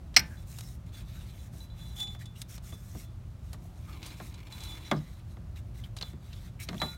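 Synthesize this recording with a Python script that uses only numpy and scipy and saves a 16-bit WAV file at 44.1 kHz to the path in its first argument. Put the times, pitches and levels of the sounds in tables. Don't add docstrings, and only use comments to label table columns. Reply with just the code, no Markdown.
import sys
import numpy as np
from scipy import signal
from scipy.fft import rfft, irfft, next_fast_len
from scipy.io import wavfile
from scipy.ndimage import uniform_filter1d

SR = 44100
rng = np.random.default_rng(int(sys.argv[2]) if len(sys.argv) > 2 else 0)


def store_wav(level_fs):
    pcm = np.round(np.clip(np.atleast_2d(level_fs), -1, 1) * 32767)
    wavfile.write(sys.argv[1], SR, pcm.T.astype(np.int16))


N = 307377
T = np.arange(N) / SR

# start in seconds, level in dB.
SNAP_IMPACTS = [(0.1640, 4.5), (0.1659, 1), (0.1694, -5.5), (0.18, -14), (0.191, -19), (0.1923, -15)]
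# frequency in Hz, level in dB, t60 in seconds.
METAL_MODES = [(626, -22, 0.16), (868.4, -24, 0.41), (1548, -12, 0.23), (1490, -20, 0.17),
               (1640, -18.5, 0.16), (1770, -12, 0.24), (2210, -8, 0.0967), (2245, -2.5, 0.055),
               (2820, -15, 0.099), (3730, -25, 0.25), (4430, -20, 0.076), (4730, -5.5, 0.093),
               (5830, -3.5, 0.056), (5600, -11, 0.1), (5680, 2.5, 0.088), (6000, -25, 0.12),
               (7540, -19, 0.085), (8030, -23, 0.083), (9860, -26.5, 0.12), (11400, -50, 0.46),
               (12100, -29, 0.11), (12600, -30.5, 0.16)]
# frequency in Hz, bandwidth in Hz, level in dB.
CRACK_RESONANCES = [(717, 61, -13), (1410, 210, -14.5), (1900, 330, -6.5), (2253, 170, 0),
                    (2972, 222, -8.5), (4220, 130, -2), (4333, 120, -9.5), (5103, 52, 7), (5630, 71, 5.5),
                    (5310, 43, 3.5), (7000, 140, -22), (8300, 110, -12.5), (8250, 310, -16.5),
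                    (13000, 210, -22)]
# start in seconds, level in dB, thud in dB, tilt in dB per octave,
# t60 at 1 kHz in seconds.
BELT_SLAPS = [(1.535, -46.5, 7, 0, 0.11), (2.149, -40, -1, 3, 0.056), (2.724, -40.5, -1, -1, .06),
              (2.948, -33.5, -6, -7, 0.048), (3.543, -39.5, -2, -1, 0.033), (4.2, -32, -7, -1.5, 0.06),
              (4.913, -13.5, -1, 0, 0.097), (5.368, -41, -3.5, -2, 0.056), (6.132, -36.5, 25, 2.5, 0.085),
              (6.685, -31, 15, 1, 0.22), (6.729, -32.5, 4, 0, 0.051), (6.743, -35, 11, 2, 0.043),
              (6.816, -19.5, -12.5, -1, 0.11)]
# start in seconds, level in dB, body in dB, treble corner in Hz,
# t60 at 1 kHz in seconds.
PART_TICKS = [(0.142, -42, -2, 6000, 0.097), (0.5856, -35.5, 2, 14000, 0.061),
              (0.608, -34.5, 0, 11400, 0.019), (2.0018, -32.5, -7.5, 10970, 0.034),
              (2.029, -36, -11, 9000, .03), (2.0717, -42, -19, 5000, 0.046),
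              (2.2567, -45, -13, 10000, 0.063), (2.417, -28.5, -13, 10000, 0.032),
              (2.422, -41, -4, 11970, 0.022), (2.579, -40.5, 7, 8500, .03),
              (3.5307, -38, 6.5, 12920, 0.052), (4.029, -35, -5, 6000, 0.028),
              (4.0614, -38, 2, 12000, 0.12), (4.3415, -44, -23, 8000, 0.053),
              (4.5241, -39, 2, 10100, 0.047), (4.605, -41, -15, 8900, 0.032),
              (4.6362, -37, -19, 11000, .053), (5.9657, -37, 3, 8900, 0.086),
              (6.0118, -29, -2.5, 5400, 0.042), (6.029, -31.5, 3, 4470, 0.031),
              (6.3296, -42, -21, 4300, 0.066), (6.688, -26, -3, 4600, 0.032)]
# frequency in Hz, level in dB, t60 in seconds, family (0 or 1).
STEEL_MODES = [(3480, 13, 0.27, 0), (6720, -24, 0.25, 0), (7020, -8, .24, 0), (10860, -21, .25, 0),
               (11410, -30, 0.3, 0), (802, -7, 0.37, 0), (3970, 11.5, 0.22, 1), (1425, -15.5, 1, 1),
               (896, 1, 0.15, 1), (7110, -15.5, 0.22, 1), (7850, -28, 0.2, 1), (9500, -16, 0.22, 1),
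               (11440, -12.5, 0.3, 1)]
# start in seconds, levels of families 0 and 1 in dB.
PULLEY_TAPS = [(0.372, -73.5, -71), (1.289, -74.5, -69), (1.39, -74, -71), (1.605, -76, -58.5),
               (1.701, -74, -66.5), (2.079, -53.5, -68), (2.256, -63, -82), (2.725, -63.5, -76),
               (3.075, -74, -82), (4.03, -77, -68), (4.344, -81, -68), (4.524, -62, -55), (6.027, -58, -59),
               (6.801, -67, -45), (6.818, -54, -37), (6.884, -61, -51)]
# start and length in seconds, levels of families 0 and 1 in dB.
EDGE_SCRAPES = [(0.92, 0.031, -65, -72), (1.76, 0.16, -62, -64), (1.955, 0.06, -42.5, -58),
                (2.66, 0.1, -66, -81), (2.8, 0.35, -78, -87), (3.87, .3, -76, -71),
                (4.56, 0.16, -54.5, -56.5), (4.73, 0.19, -64.5, -63)]
# start and length in seconds, rasp and hiss levels in dB.
HAND_STROKES = [(0.22, 0.21, -63, -61), (0.45, 0.18, -59, -52), (0.6, .15, -61, -55),
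                (0.86, .025, -60.5, -61.5), (0.915, 0.093, -51, -54.5), (1.02, 0.29, -55, -58),
                (1.31, .16, -60, -58.5), (1.51, 0.13, -61.5, -58), (1.74, 0.28, -62, -58.5),
                (1.95, 0.085, -55, -48), (2.05, 0.1, -60, -60.5), (2.185, 0.041, -51.5, -54.5),
                (2.35, 0.06, -57, -53), (2.475, 0.082, -54, -50), (2.62, 0.12, -57, -51.5),
                (2.74, 0.19, -64.5, -58), (2.92, .12, -56, -51.5), (3.42, .13, -65, -63.5),
                (3.615, 0.048, -68, -61), (3.71, .3, -65, -63), (4.01, .125, -52, -55.5),
                (4.14, 0.16, -55.5, -53), (4.49, 0.27, -53, -52), (4.73, 0.3, -53.5, -59.5),
                (5.0, 0.19, -58.5, -62), (5.27, 0.067, -67.5, -65), (5.555, 0.03, -54.5, -58),
                (5.73, 0.13, -60.5, -61.5), (5.97, 0.14, -56, -58), (6.2, 0.28, -57, -60.5),
                (6.596, 0.034, -46.5, -42.5), (6.63, 0.18, -59.5, -61.5), (6.74, 0.2, -53, -51.5)]
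# time in seconds, level in dB.
SLIDE_ENVELOPE = [(3.55, -100), (3.936, -52), (4.06, -53), (4.23, -58.5), (4.436, -56), (4.59, -52),
                  (4.9, -57)]
# start and length in seconds, frequency in Hz, level in dB.
CREAK_EVENTS = [(0.189, 0.026, 12700, -42), (0.297, 0.13, 1620, -57.5), (0.632, 0.095, 5350, -59),
                (2.207, 0.033, 1880, -53.5), (2.352, 0.057, 2850, -59), (3.569, 0.34, 710, -64),
                (3.865, 0.13, 1220, -56), (4.028, 0.018, 2600, -52), (4.853, 0.053, 5760, -57),
                (4.959, 0.052, 5200, -58), (5.567, 0.026, 2430, -58), (5.785, 0.029, 2080, -60.5),
                (5.836, 0.027, 3150, -48), (5.985, 0.009, 3830, -42), (6.024, .012, 4150, -33),
                (6.591, 0.068, 2300, -48), (6.78, 0.0074, 3400, -44)]
# frequency in Hz, bandwidth in Hz, level in dB relative to the direct sound.
COVER_MODES = [(149.4, 36, 3), (214, 84, -3), (376, 85, -6), (643, 69, -20), (1148, 59, -2),
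               (2050, 270, 0.5), (3350, 180, 8.5)]
BAY_MODES = [(1240, 32, -4), (2110, 60, -7.5), (3570, 11, -2.5), (3880, 22, 3), (5430, 93, -14),
             (6480, 52, -3.5), (9200, 100, -6.5), (11300, 70, -0.5)]
# frequency in Hz, relative spectral density in dB.
SLAP_SPECTRUM = [(95, -9.5), (150, 5), (360, -0.5), (470, -6.5), (690, 2), (860, -5.5), (1180, -3.5),
                 (2400, -15.5), (6000, -25.5), (15000, -40.5)]
TICK_SPECTRUM = [(120, -17), (700, -4), (2000, -7.5), (4000, -0.5), (5600, -4), (9000, -2), (15000, -4)]
RASP_SPECTRUM = [(700, -20), (1300, -1.5), (2200, 1), (3000, -2.5), (4000, 2), (5500, -12), (8000, -25.5)]
HISS_SPECTRUM = [(2000, -18.5), (4000, -16), (5500, 1), (7000, -0.5), (9000, -1), (10500, -6), (12500, -2),
                 (15500, -6.5)]
SLIDE_SPECTRUM = [(200, -10), (300, 11), (480, -7.5), (1050, 2), (1650, -39), (2180, 0.5), (2700, -5.5),
                  (4500, -20)]
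RUMBLE_SPECTRUM = [(22, -31), (32, -16), (44, 2.5), (85, 2.5), (110, 0.5), (135, -8), (165, -5), (215, -14),
                   (280, -21), (370, -22.5), (460, -35.5), (520, -28.5), (660, -28), (1500, -50),
                   (4000, -90.5)]
AIR_SPECTRUM = [(900, -1), (1200, 0), (1700, -6), (2600, -8.5), (4000, -11), (8000, -16.5), (15000, -21)]


def snap(crack_db=-14, ring_db=-23, tail_db=-38):
    out = np.zeros(N)
    grid = np.geomspace(100, 16000, 600)
    power = sum(undb(db) ** 2 / (1 + ((grid ** 2 - hz ** 2) / (grid * width)) ** 2)
                for hz, width, db in CRACK_RESONANCES)
    crack = np.column_stack([grid, 10 * np.log10(power)])
    for start, db in SNAP_IMPACTS:
        add(out, start, undb(db + crack_db) * burst(crack, t60=0.047, slope=0.062, rise_cycles=3.7))
    onset = SNAP_IMPACTS[0][0]
    ringing = sum((-1) ** k * undb(db) * ring(hz, t60) for k, (hz, db, t60) in enumerate(METAL_MODES))
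    add(out, onset, undb(ring_db) * ringing)
    bay = [(100, -0.5), (220, 12.5), (450, -6), (700, -2.5), (2000, -8.5), (5500, -19.5), (12000, -26)]
    add(out, onset, undb(tail_db) * burst(bay, t60=0.35, slope=0.086, rise_cycles=0.99))
    return out


def slaps(level_db=-10.5, thud_hz=480):
    out = np.zeros(N)
    hz, base_db = np.transpose(SLAP_SPECTRUM)
    for start, db, thud_db, tilt, t60 in BELT_SLAPS:
        shape_db = base_db + thud_db * below(hz, thud_hz) + tilt * np.log2(hz / thud_hz)
        slap = burst(np.column_stack([hz, shape_db]), t60, slope=0.6, rise_cycles=1.4)
        add(out, start, undb(db + level_db) * slap)
    return resonate(out, COVER_MODES)


def ticks(level_db=-7, body_hz=1800):
    out = np.zeros(N)
    hz, base_db = np.transpose(TICK_SPECTRUM)
    for start, db, body_db, corner_hz, t60 in PART_TICKS:
        shape_db = base_db + body_db * below(hz, body_hz) + 20 * np.log10(below(hz, corner_hz))
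        tick = burst(np.column_stack([hz, shape_db]), t60, slope=0.067, rise_cycles=0.41)
        add(out, start, undb(db + level_db) * tick)
    return out


def pulley(tap_db=-1, scrape_db=-5, bright_db_per_octave=6, impulses=1500):
    out = np.zeros(N)
    chatter = unit(np.bincount(rng.integers(N, size=impulses), rng.choice([-1, 1], impulses), N))
    forces = [chatter * pressure(EDGE_SCRAPES, column) for column in (2, 3)]
    for hz, mode_db, t60, family in STEEL_MODES:
        mode, family = ring(hz, t60), int(family)
        for start, *family_db in PULLEY_TAPS:
            add(out, start, undb(family_db[family] + mode_db + tap_db) * mode)
        octaves_up = max(np.log2(hz / STEEL_MODES[0][0]), 0)
        scrape = signal.fftconvolve(forces[family], mode / np.linalg.norm(mode))[:N] / np.sqrt(2)
        out += undb(mode_db + scrape_db + bright_db_per_octave * octaves_up) * scrape
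    return out


def rubbing(rasp_db=-4, hiss_db=-3.5, resting_db=-76.5):
    catch = undb(1.6 * wander(70))
    resting = undb(resting_db)
    rasp_gain = undb(rasp_db) * np.hypot(pressure(HAND_STROKES, column=2), resting)
    hiss_gain = undb(hiss_db) * np.hypot(pressure(HAND_STROKES, column=3), resting)
    rasp = rasp_gain * colour(friction(grain_db=2.5), RASP_SPECTRUM)
    hiss = hiss_gain * colour(friction(grain_db=2), HISS_SPECTRUM)
    belt = sliding_belt()
    return catch * (moving_contact(rasp, depth_db=3.5) + moving_contact(hiss, depth_db=2) + belt)


def sliding_belt(drag_db=-4, crackle_db=-6, impulses=1000):
    drag = colour(friction(grain_db=2.5), SLIDE_SPECTRUM)
    ribs = np.bincount(rng.integers(N, size=impulses), rng.random(impulses), N)
    rib_spectrum = [(300, -3), (1000, -5), (3000, 1), (6000, -10), (14000, -22)]
    rib_click = burst(rib_spectrum, t60=0.035, slope=0.17, rise_cycles=0.39)
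    crackle = unit(signal.fftconvolve(ribs, rib_click)[:N])
    return (undb(drag_db) * drag + undb(crackle_db) * crackle) * envelope(SLIDE_ENVELOPE)


def creaks(level_db=-1, band_ratio=1.1):
    out = np.zeros(N)
    for start, length, hz, db in CREAK_EVENTS:
        progress = np.clip(T[:SR // 4] / length, 0, 1)
        band = [(hz / 2, -32), (hz / band_ratio, -12), (hz, 0), (hz * band_ratio, -12), (hz * 2, -32)]
        slips = colour(rng.standard_normal(len(progress)), band)
        swell = slips * np.sin(np.pi * np.sqrt(progress)) ** 2
        add(out, start, undb(db + level_db) * swell / np.linalg.norm(swell) * np.sqrt(length * SR / 2))
    return out


def room(x, wet_db=-24, t60=0.23):
    t = T[:SR // 2]
    diffuse = colour(rng.standard_normal(len(t)), [(150, 7), (2000, 0), (6000, -13), (14000, -24)])
    tail = diffuse * decay(t, t60) * (1 - decay(t, 0.05))
    return x + undb(wet_db) * signal.fftconvolve(x, tail / np.linalg.norm(tail))[:N]


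def garage(rumble_db=-43.5, hum_hz=119.1, hum_db=-51.5, waver_db=3, air_db=-65):
    rumble = colour(rng.standard_normal(N), RUMBLE_SPECTRUM) * undb(rumble_db + 0.81 * wander(2.4))
    phase = 2 * np.pi * np.cumsum(hum_hz + 0.7 * wander(3)) / SR
    hum = np.sqrt(2) * np.sin(phase) * undb(hum_db + waver_db * wander(4))
    return rumble + hum + undb(air_db) * colour(rng.standard_normal(N), AIR_SPECTRUM)


def burst(spectrum, t60, slope, rise_cycles, size=8192):
    t, hz = T[:size], np.fft.rfftfreq(size, 1 / SR)
    centres = np.geomspace(100, 16000, 23)[:, None]
    spacing = np.log(centres[1] / centres[0])
    filters = np.clip(1 - abs(np.log((hz + 1) / centres)) / spacing, 0, 1) * spectrum_at(hz, spectrum)
    bands = irfft(rfft(rng.standard_normal(size)) * filters, size)
    rise = 1 - np.exp(-(t * centres / rise_cycles) ** 2)
    bands *= rise * decay(t, t60 * (centres / 1e3) ** -slope)
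    sound = (np.linalg.norm(filters, axis=1) / np.linalg.norm(bands, axis=1)) @ bands
    return sound / np.sqrt(uniform_filter1d(sound ** 2, size=132).max())


def ring(hz, t60):
    t = T[:SR * 3 // 4]
    return np.sin(2 * np.pi * hz * t) * decay(t, t60)


def resonate(x, modes):
    t = T[:SR // 5]
    response = sum(undb(db) * 2 * np.pi * width / SR * np.exp(-np.pi * width * t)
                   * np.cos(2 * np.pi * hz * t) for hz, width, db in modes)
    return x + signal.fftconvolve(x, response)[:N]


def friction(grain_db, grain_samples=12):
    sizes = undb(grain_db * np.minimum(rng.exponential(size=N // grain_samples + 1), 6))
    return unit(rng.standard_normal(N) * np.repeat(sizes, grain_samples)[:N])


def pressure(strokes, column, grip_share=0.21, release_s=0.034, press_db=2.5):
    power = np.zeros(N)
    for row in strokes:
        start, length = row[:2]
        t = T[:int((length + release_s) * SR)]
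        contact = np.clip(np.minimum(t / (grip_share * length), 1 - (t - length) / release_s), 0, 1)
        swell_db = press_db * (np.sin(np.pi * t / t[-1]) - 1.5)
        add(power, start, (contact * undb(row[column] + swell_db)) ** 2)
    return np.sqrt(power)


def moving_contact(x, depth_db, size=512):
    cells = signal.stft(x, nperseg=size)[2]
    ripple = uniform_filter1d(rng.standard_normal(cells.shape), size=5, axis=0)
    ripple = uniform_filter1d(ripple, size=8, axis=1)
    return signal.istft(cells * unit(undb(depth_db * unit(ripple))), nperseg=size)[1][:N]


def envelope(curve):
    times, db = np.transpose(curve)
    gate = ((T >= times[0]) & (T <= times[-1])).astype(float)
    return undb(np.interp(T, times, db)) * uniform_filter1d(gate, size=600)


def wander(rate_hz):
    hold = int(SR / rate_hz)
    steps = rng.standard_normal(N)[np.arange(N) // hold]
    return unit(uniform_filter1d(uniform_filter1d(steps, hold), hold))


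def colour(x, spectrum):
    n = next_fast_len(len(x))
    return unit(irfft(rfft(x, n) * spectrum_at(np.fft.rfftfreq(n, 1 / SR), spectrum), n)[:len(x)])


def spectrum_at(hz, spectrum):
    knots, db = np.transpose(spectrum)
    return undb(np.interp(np.log(np.maximum(hz, 1)), np.log(knots), db))


def below(hz, corner_hz):
    return 1 / (1 + (hz / corner_hz) ** 4)


def decay(t, t60):
    return np.exp(-np.log(1000) * t / t60)


def add(out, start, sound):
    i = int(start * SR)
    out[i:i + len(sound)] += sound[:max(N - i, 0)]


def undb(db):
    return 10 ** (np.asarray(db) / 20)


def unit(x):
    return x / np.sqrt(np.mean(x ** 2) + 1e-20)


def scene():
    handling = resonate(ticks() + rubbing(), BAY_MODES)
    direct = snap() + slaps() + creaks() + pulley() + handling
    return (room(direct) + garage())[None]


def record(dry, ceiling=0.9, top_hz=15850):
    lowpass = signal.ellip(10, 0.1, 80, top_hz, fs=SR, output="sos")
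    return signal.sosfilt(lowpass, np.clip(dry, -ceiling, ceiling))


dry = scene()
out = record(dry)
store_wav(out)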